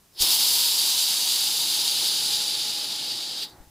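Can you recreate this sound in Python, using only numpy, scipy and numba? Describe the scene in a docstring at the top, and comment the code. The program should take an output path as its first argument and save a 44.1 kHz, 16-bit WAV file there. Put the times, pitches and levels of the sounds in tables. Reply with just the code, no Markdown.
"""Pressurised gas escapes from the tap of a brewing keg in a kitchen: it swells, spurts, hisses for three seconds and shuts off.
The jet is flickering noise and droplet clicks, strongest between 3.7 and 5.2 kHz in the valve band;
its treble fades as the pressure sinks, while a few high bands brighten in turn and stray drops spit.
Under it foam churns as low noise, a hollow resonance sounds and a thin wavering sine grows out of it.
Damped swings thump as the tap opens and closes; a hand rustles, over room tone and a short echo tail."""
import sys
import numpy as np
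from scipy import signal
from scipy.fft import rfft, irfft
from scipy.io import wavfile
from scipy.ndimage import uniform_filter1d
from numba import njit

SR = 44100
rng = np.random.default_rng(int(sys.argv[2]) if len(sys.argv) > 2 else 0)


def int16_out(signal):
    """Quantize to a 16-bit WAV file."""
    q = np.round(np.clip(np.atleast_2d(signal).T, -1, 1) * 32767)
    wavfile.write(sys.argv[1], SR, q.astype(np.int16))


N = 163170
T = np.arange(N) / SR
HZ = np.maximum(np.fft.rfftfreq(N, 1 / SR), 1)
CUT_HZ = 15500

# background hiss of the room, relative spectrum [f/Hz, level/dB]
ROOM_TONE_COLOUR = [(76, -33), (130, -3), (361, -2), (487, -9), (756, -7), (2060, -13), (4670, -11),
                    (15500, -13)]
ROOM_TONE_START_DB, ROOM_TONE_RISE_DB_PER_S = -60, 0.5
RUMBLE_DB, RUMBLE_HZ = -74, 80

# low rustle of the hand on the tap [start t/s, end t/s, level/dB]
HAND_RUSTLES = [(0.0, .16, -67.5), (3.535, 3.677, -57)]
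HANDLING_LOW_HZ, HANDLING_HIGH_HZ = 45, 149

# strength of the jet [t/s, valve band level/dB, treble level/dB before trim, top treble level/dB]
JET_LEVELS = [(0.14, -66, -69, -66), (0.17, -45, -62, -61), (0.21, -25, -27, -32), (0.22, -22, -22.5, -26),
              (0.24, -23, -29.5, -29), (0.35, -24.5, -27.5, -29), (0.38, -25, -30, -31),
              (0.42, -22, -27, -28.5), (0.48, -25, -29, -30), (0.67, -23.5, -28.5, -29.5),
              (0.76, -25, -28.5, -32.5), (2.02, -25, -31, -37.5), (2.45, -26.5, -33.5, -42.5),
              (2.49, -27.5, -34, -44), (2.5, -26.5, -34, -43.5), (2.78, -29, -37, -46.5),
              (3.33, -32.5, -41.5, -51.5), (3.44, -31, -42.5, -48), (3.47, -46, -60, -62),
              (3.5, -55, -60, -65)]
TREBLE_TRIM_DB = -0.5
# relative spectrum of the valve band, then of the spray above it [f/Hz, level/dB]
VALVE_SPECTRUM = [(650, -66), (1100, -30), (1330, -23), (1960, -22), (3660, -2.5), (4270, -2), (4550, -1),
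                  (5150, 0), (5800, -7), (7540, -31), (12800, -120)]
SPRAY_SPECTRUM = [(3240, -31), (5500, -1.5), (8780, -5.5), (10400, -5.5), (14700, -7.5), (15500, -12)]
# resonances of the tap [centre f/Hz, half width f/Hz, lift level/dB]
TAP_RESONANCES = [(2870, 90, 3), (3100, 110, 2), (3800, 200, 2.5), (4620, 130, 4), (5030, 110, 1.5),
                  (6230, 110, 2.5), (6550, 110, 2), (7100, 160, 2), (7540, 130, 4), (8300, 180, 3),
                  (9620, 200, 4), (10080, 110, 2.5), (10480, 140, 5), (10850, 220, 3.5), (12250, 200, 3),
                  (12840, 160, 3), (13300, 200, 3.5), (14550, 360, 3.5)]
VALVE_EDGE_HZ, SPRAY_SPLIT_HZ = 5170, 10250
# rms depth and rate of the quick flutter, the slower surges and the drift of narrow spray bands
FLUTTER_DB, FLUTTER_PER_S = 0.57, 90
SURGE_DB, SURGE_PER_S = 0.5, 22
WANDER_DB, WANDER_PER_S = 0.5, 2.38
# dense droplet clicks: mean rate, spread of sizes, level against the rushing noise
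CLICKS_PER_S, CLICK_SPREAD_DB, CLICK_DB = 900, 3, -11
# stray loud drops [t/s, noise level at onset/dB]
LOUD_SPITS = [(0.215, -13), (0.221, -12), (.305, -12.5), (.434, -17), (1.307, -24), (1.879, -17),
              (1.929, -23)]
SPIT_DECAY_S, SPIT_SPRAY_DB = 0.0012, -9

# churning foam [t/s, level/dB before trim]
FOAM_LEVELS = [(0.17, -64), (0.19, -68), (0.22, -43), (0.27, -49), (0.97, -53.5), (2.09, -49), (3.45, -52),
               (3.48, -56), (3.63, -61), (3.68, -72)]
# relative spectrum of the foam [f/Hz, level/dB]
FOAM_SPECTRUM = [(65, -21), (110, -6), (160, -6.5), (219, -6.5), (315, -3), (390, -5), (677, -8),
                 (730, -6.5), (828, -4.5), (1060, -11.5), (2200, -13), (2860, -34), (4840, -120)]
FOAM_TRIM_DB, FOAM_LOW_HZ, FOAM_TOP_HZ = 2.5, 103, 2120
GURGLE_DB, GURGLE_PER_S = 0.73, 35
# hollow resonance of the spout [t/s, centre f/Hz, width f/Hz, level/dB]
SPOUT_RESONANCE = [(.17, 920, 170, -71), (.22, 890, 170, -43), (.5, 920, 173, -45.5),
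                   (1.3, 890, 162, -47.5), (1.9, 906, 140, -51), (2.6, 880, 140, -58), (3.4, 860, 120, -64),
                   (3.7, 845, 100, -74)]

# soft thumps of the tap [t/s, level/dB before doubling and panning, pitch f/Hz, decay t/s]
TAP_THUMPS = [(.205, -35, 45, 0.0059), (0.224, -36, 31.8, 0.0068), (3.601, -43, 28, 0.01),
              (3.671, -55, 45, .008)]
KNOCK_DB, KNOCK_HZ, KNOCK_DECAY_S = -14, 400, 0.017  # knock level is relative to its thump
THUMP_PAN_DB = 11  # left over right

# spray bands that swell and fade [brightest t/s, spread t/s, centre f/Hz, spread f/Hz, level/dB]
SIZZLE_BANDS = [(.3, 0.4, 5160, 170, -31.5), (.45, .7, 10560, 220, -38), (2.0, 0.55, 10130, 601.9, -37.5)]
SIZZLE_OPEN_S = 0.22

# thin note that grows out of the hollow resonance [t/s, level/dB]
NOTE_LEVELS = [(1.0, -64), (1.9, -52.5), (2.3, -51.5), (3.28, -54.5), (3.38, -60), (3.7, -62)]
NOTE_HZ, NOTE_WAVER_HZ, NOTE_WAVER_PER_S, NOTE_FLICKER_DB = 839, 5, 20, 2

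# last gas seeping through the closing valve [t/s, level/dB]
SEEP_LEVELS = [(3.44, -47), (3.485, -55), (3.515, -54), (3.53, -58)]
# resonances of the nearly shut passage [centre f/Hz, width f/Hz]
PASSAGE_RESONANCES = [(3750, 220), (4060, 140), (4590, 180)]

KITCHEN_T60_S, KITCHEN_DB = 0.18, -15.5


def undb(db):
    """Turn decibels into gain."""
    return 10 ** (np.asarray(db) / 20)


def unit(x):
    """Scale to rms 1."""
    return x / np.sqrt(np.mean(x ** 2))


def shape(x, gain):
    """Filter by a gain for each frequency."""
    return irfft(rfft(x) * gain, N)


def colour(points):
    """Gain for each frequency, drawn through (Hz, dB) points on a log frequency axis."""
    hz, db = np.array(points).T
    return undb(np.interp(np.log(HZ), np.log(hz), db))


def below(hz, order=12):
    """Low-pass gain."""
    return 1 / np.sqrt(1 + (HZ / hz) ** (2 * order))


def above(hz, order=12):
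    """High-pass gain."""
    return 1 / np.sqrt(1 + (hz / HZ) ** (2 * order))


def walk(rate):
    """Random levels held for 1 / rate seconds, smoothed twice and scaled to rms 1."""
    hold = max(int(SR / rate), 1)
    held = rng.standard_normal(4096)[np.arange(N) // hold % 4096]
    smooth = uniform_filter1d(held, hold)
    return unit(uniform_filter1d(smooth, hold))


def fader(times, db, fall_db_per_s=400):
    """Gain along a level curve, falling away steeply outside it."""
    outside = np.maximum(times[0] - T, 0) + np.maximum(T - times[-1], 0)
    return undb(np.interp(T, times, db) - fall_db_per_s * outside)


def decay(start, seconds):
    """Sudden start and exponential fall."""
    return (T >= start) * np.exp(-np.maximum(T - start, 0) / seconds)


@njit
def resonate(x, hz, width):
    """Moving band-pass that keeps the power of noise steady as its width changes."""
    y, band, low = np.empty(len(x)), 0., 0.
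    for i in range(len(x)):
        g = np.tan(np.pi * hz[i] / SR)
        damping = width[i] / hz[i]
        v = (band + g * (x[i] - low)) / (1 + g * (g + damping))
        band = 2 * v - band
        low = low + 2 * g * v
        y[i] = damping * v / np.sqrt(width[i])
    return y


def room_tone(side_db=-8, side_bass_db=-2, side_bass_hz=500):
    """Quiet hiss, a little wider above the bass and creeping up slowly, over a faint centred rumble."""
    mid = unit(shape(rng.standard_normal(N), colour(ROOM_TONE_COLOUR)))
    side = unit(shape(rng.standard_normal(N), colour(ROOM_TONE_COLOUR)))
    side = shape(side, undb(side_db + side_bass_db * below(side_bass_hz, order=2)))
    stereo = mid + side * np.array([[1], [-1]])
    rumble = unit(shape(rng.standard_normal(N), below(RUMBLE_HZ, order=2)))
    return undb(ROOM_TONE_START_DB + ROOM_TONE_RISE_DB_PER_S * T) * stereo + undb(RUMBLE_DB) * rumble


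def handling():
    """The hand shifts on the tap with a dull rustle of low noise before and after the pour."""
    band = above(HANDLING_LOW_HZ, order=2) * below(HANDLING_HIGH_HZ, order=3)
    rustle = unit(shape(rng.standard_normal(N), band))
    return rustle * sum(fader([start, end], [db, db]) for start, end, db in HAND_RUSTLES)


def turbulence():
    """Rushing gas as white noise, mixed with dense clicks of bursting droplets."""
    clicks = (rng.random(N) < CLICKS_PER_S / SR) * rng.choice([-1, 1], N)
    sizes = undb(CLICK_SPREAD_DB * np.minimum(rng.exponential(size=N), 5))
    return unit(rng.standard_normal(N) + undb(CLICK_DB) * unit(clicks * sizes))


def wander(x, count=24):
    """Let neighbouring narrow bands swell and sink on their own."""
    step = CUT_HZ / count
    out = 0
    for k in range(count + 2):
        band = shape(x, np.maximum(1 - abs(HZ / step - k), 0))  # overlapping triangles
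        out = out + band * undb(WANDER_DB * walk(WANDER_PER_S))
    return out


def spits(gain):
    """Stray drops burst as very short noise decays through the colour of the tap."""
    bursts = sum(undb(db) * decay(s, SPIT_DECAY_S) for s, db in LOUD_SPITS)
    return shape(bursts * rng.standard_normal(N), unit(gain))


def jet():
    """Fluttering turbulence rings the tap; valve band and two spray bands follow their own levels."""
    times, valve_db, treble_db, top_db = np.array(JET_LEVELS).T
    modes = undb(sum(db * np.exp(-((HZ - hz) / width) ** 2) for hz, width, db in TAP_RESONANCES))
    valve = colour(VALVE_SPECTRUM) * below(VALVE_EDGE_HZ) * above(920, order=6) * modes
    spray = colour(SPRAY_SPECTRUM) * above(VALVE_EDGE_HZ) * modes
    gas = unit(shape(turbulence(), valve))
    mist = wander(turbulence())
    treble = unit(shape(mist, spray * below(SPRAY_SPLIT_HZ, order=4) ** 2))
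    top = unit(shape(mist, spray * above(SPRAY_SPLIT_HZ, order=4) ** 2))
    hiss = gas * fader(times, valve_db)
    hiss = hiss + treble * fader(times, treble_db + TREBLE_TRIM_DB)
    hiss = hiss + top * fader(times, top_db)
    unrest = undb(FLUTTER_DB * walk(FLUTTER_PER_S) + SURGE_DB * walk(SURGE_PER_S))
    return hiss * unrest + spits(valve + undb(SPIT_SPRAY_DB) * spray)


def foam():
    """Foam gurgles as low noise; noise in a moving band-pass gives the hollow ring that sinks and fades."""
    times, db = np.array(FOAM_LEVELS).T
    band = colour(FOAM_SPECTRUM) * above(FOAM_LOW_HZ, order=5) * below(FOAM_TOP_HZ, order=5)
    churn = unit(shape(turbulence(), band)) * fader(times, db + FOAM_TRIM_DB)
    at, hz, width, ring_db = np.array(SPOUT_RESONANCE).T
    ring = resonate(rng.standard_normal(N), np.interp(T, at, hz), np.interp(T, at, width))
    ring = unit(ring) * fader(at, ring_db)
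    return (churn + ring) * undb(GURGLE_DB * walk(GURGLE_PER_S))


def thumps():
    """Each move of the tap gives a damped low swing, leaning left, and a dull centred knock of noise."""
    swings, knock_levels = 0, 0
    for s, db, hz, fall in TAP_THUMPS:
        swings = swings + undb(db) * decay(s, fall) * np.sin(2 * np.pi * hz * (T - s)) * 2
        knock_levels = knock_levels + undb(db + KNOCK_DB) * decay(s, KNOCK_DECAY_S)
    knock = unit(shape(rng.standard_normal(N), below(KNOCK_HZ, order=2)))
    pan = undb(np.array([[THUMP_PAN_DB], [-THUMP_PAN_DB]]) / 2)
    return swings * pan + knock_levels * knock


def sizzle():
    """Single high bands of the spray brighten for a while, once the valve is open."""
    out = 0
    for peak, length, hz, width, db in SIZZLE_BANDS:
        band = unit(shape(turbulence(), np.exp(-((HZ - hz) / width) ** 2 / 2)))
        out = out + band * undb(db) * np.exp(-((T - peak) / length) ** 2 / 2)
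    return out * fader([SIZZLE_OPEN_S, JET_LEVELS[-1][0]], [0, 0])


def note():
    """A faint sine, wavering in pitch and level, sings in the spout as the flow calms."""
    phase = 2 * np.pi * np.cumsum(NOTE_HZ + NOTE_WAVER_HZ * walk(NOTE_WAVER_PER_S)) / SR
    tone = np.sin(phase) * undb(NOTE_FLICKER_DB * walk(NOTE_WAVER_PER_S))
    return unit(tone) * fader(*np.array(NOTE_LEVELS).T)


def seep():
    """The nearly shut valve rings briefly, noise passing through its narrow resonances."""
    passage = sum(1 / (1 + (2 * (HZ - hz) / width) ** 2) for hz, width in PASSAGE_RESONANCES)
    return unit(shape(rng.standard_normal(N), passage)) * fader(*np.array(SEEP_LEVELS).T)


def kitchen(x):
    """A short tail of decaying noise from cupboards and counter, centred like the keg."""
    t = T[:SR // 2]
    tail = rng.standard_normal(SR // 2) * undb(-60 * t / KITCHEN_T60_S)
    tail = tail * (t > .003)  # gap before the first reflections
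    return x + undb(KITCHEN_DB) * signal.fftconvolve(x, tail / np.linalg.norm(tail))[:N]


def scene():
    """Gas and foam sound in the kitchen; handling, thumps and room tone are added without its tail."""
    keg = jet() + foam() + sizzle() + note() + seep()
    return room_tone() + handling() + kitchen(keg) + thumps()


def record(dry):
    """A steep elliptic low-pass cuts the top."""
    return signal.sosfilt(signal.ellip(10, .2, 80, CUT_HZ, fs=SR, output="sos"), dry)


dry = scene()
out = record(dry)
int16_out(out)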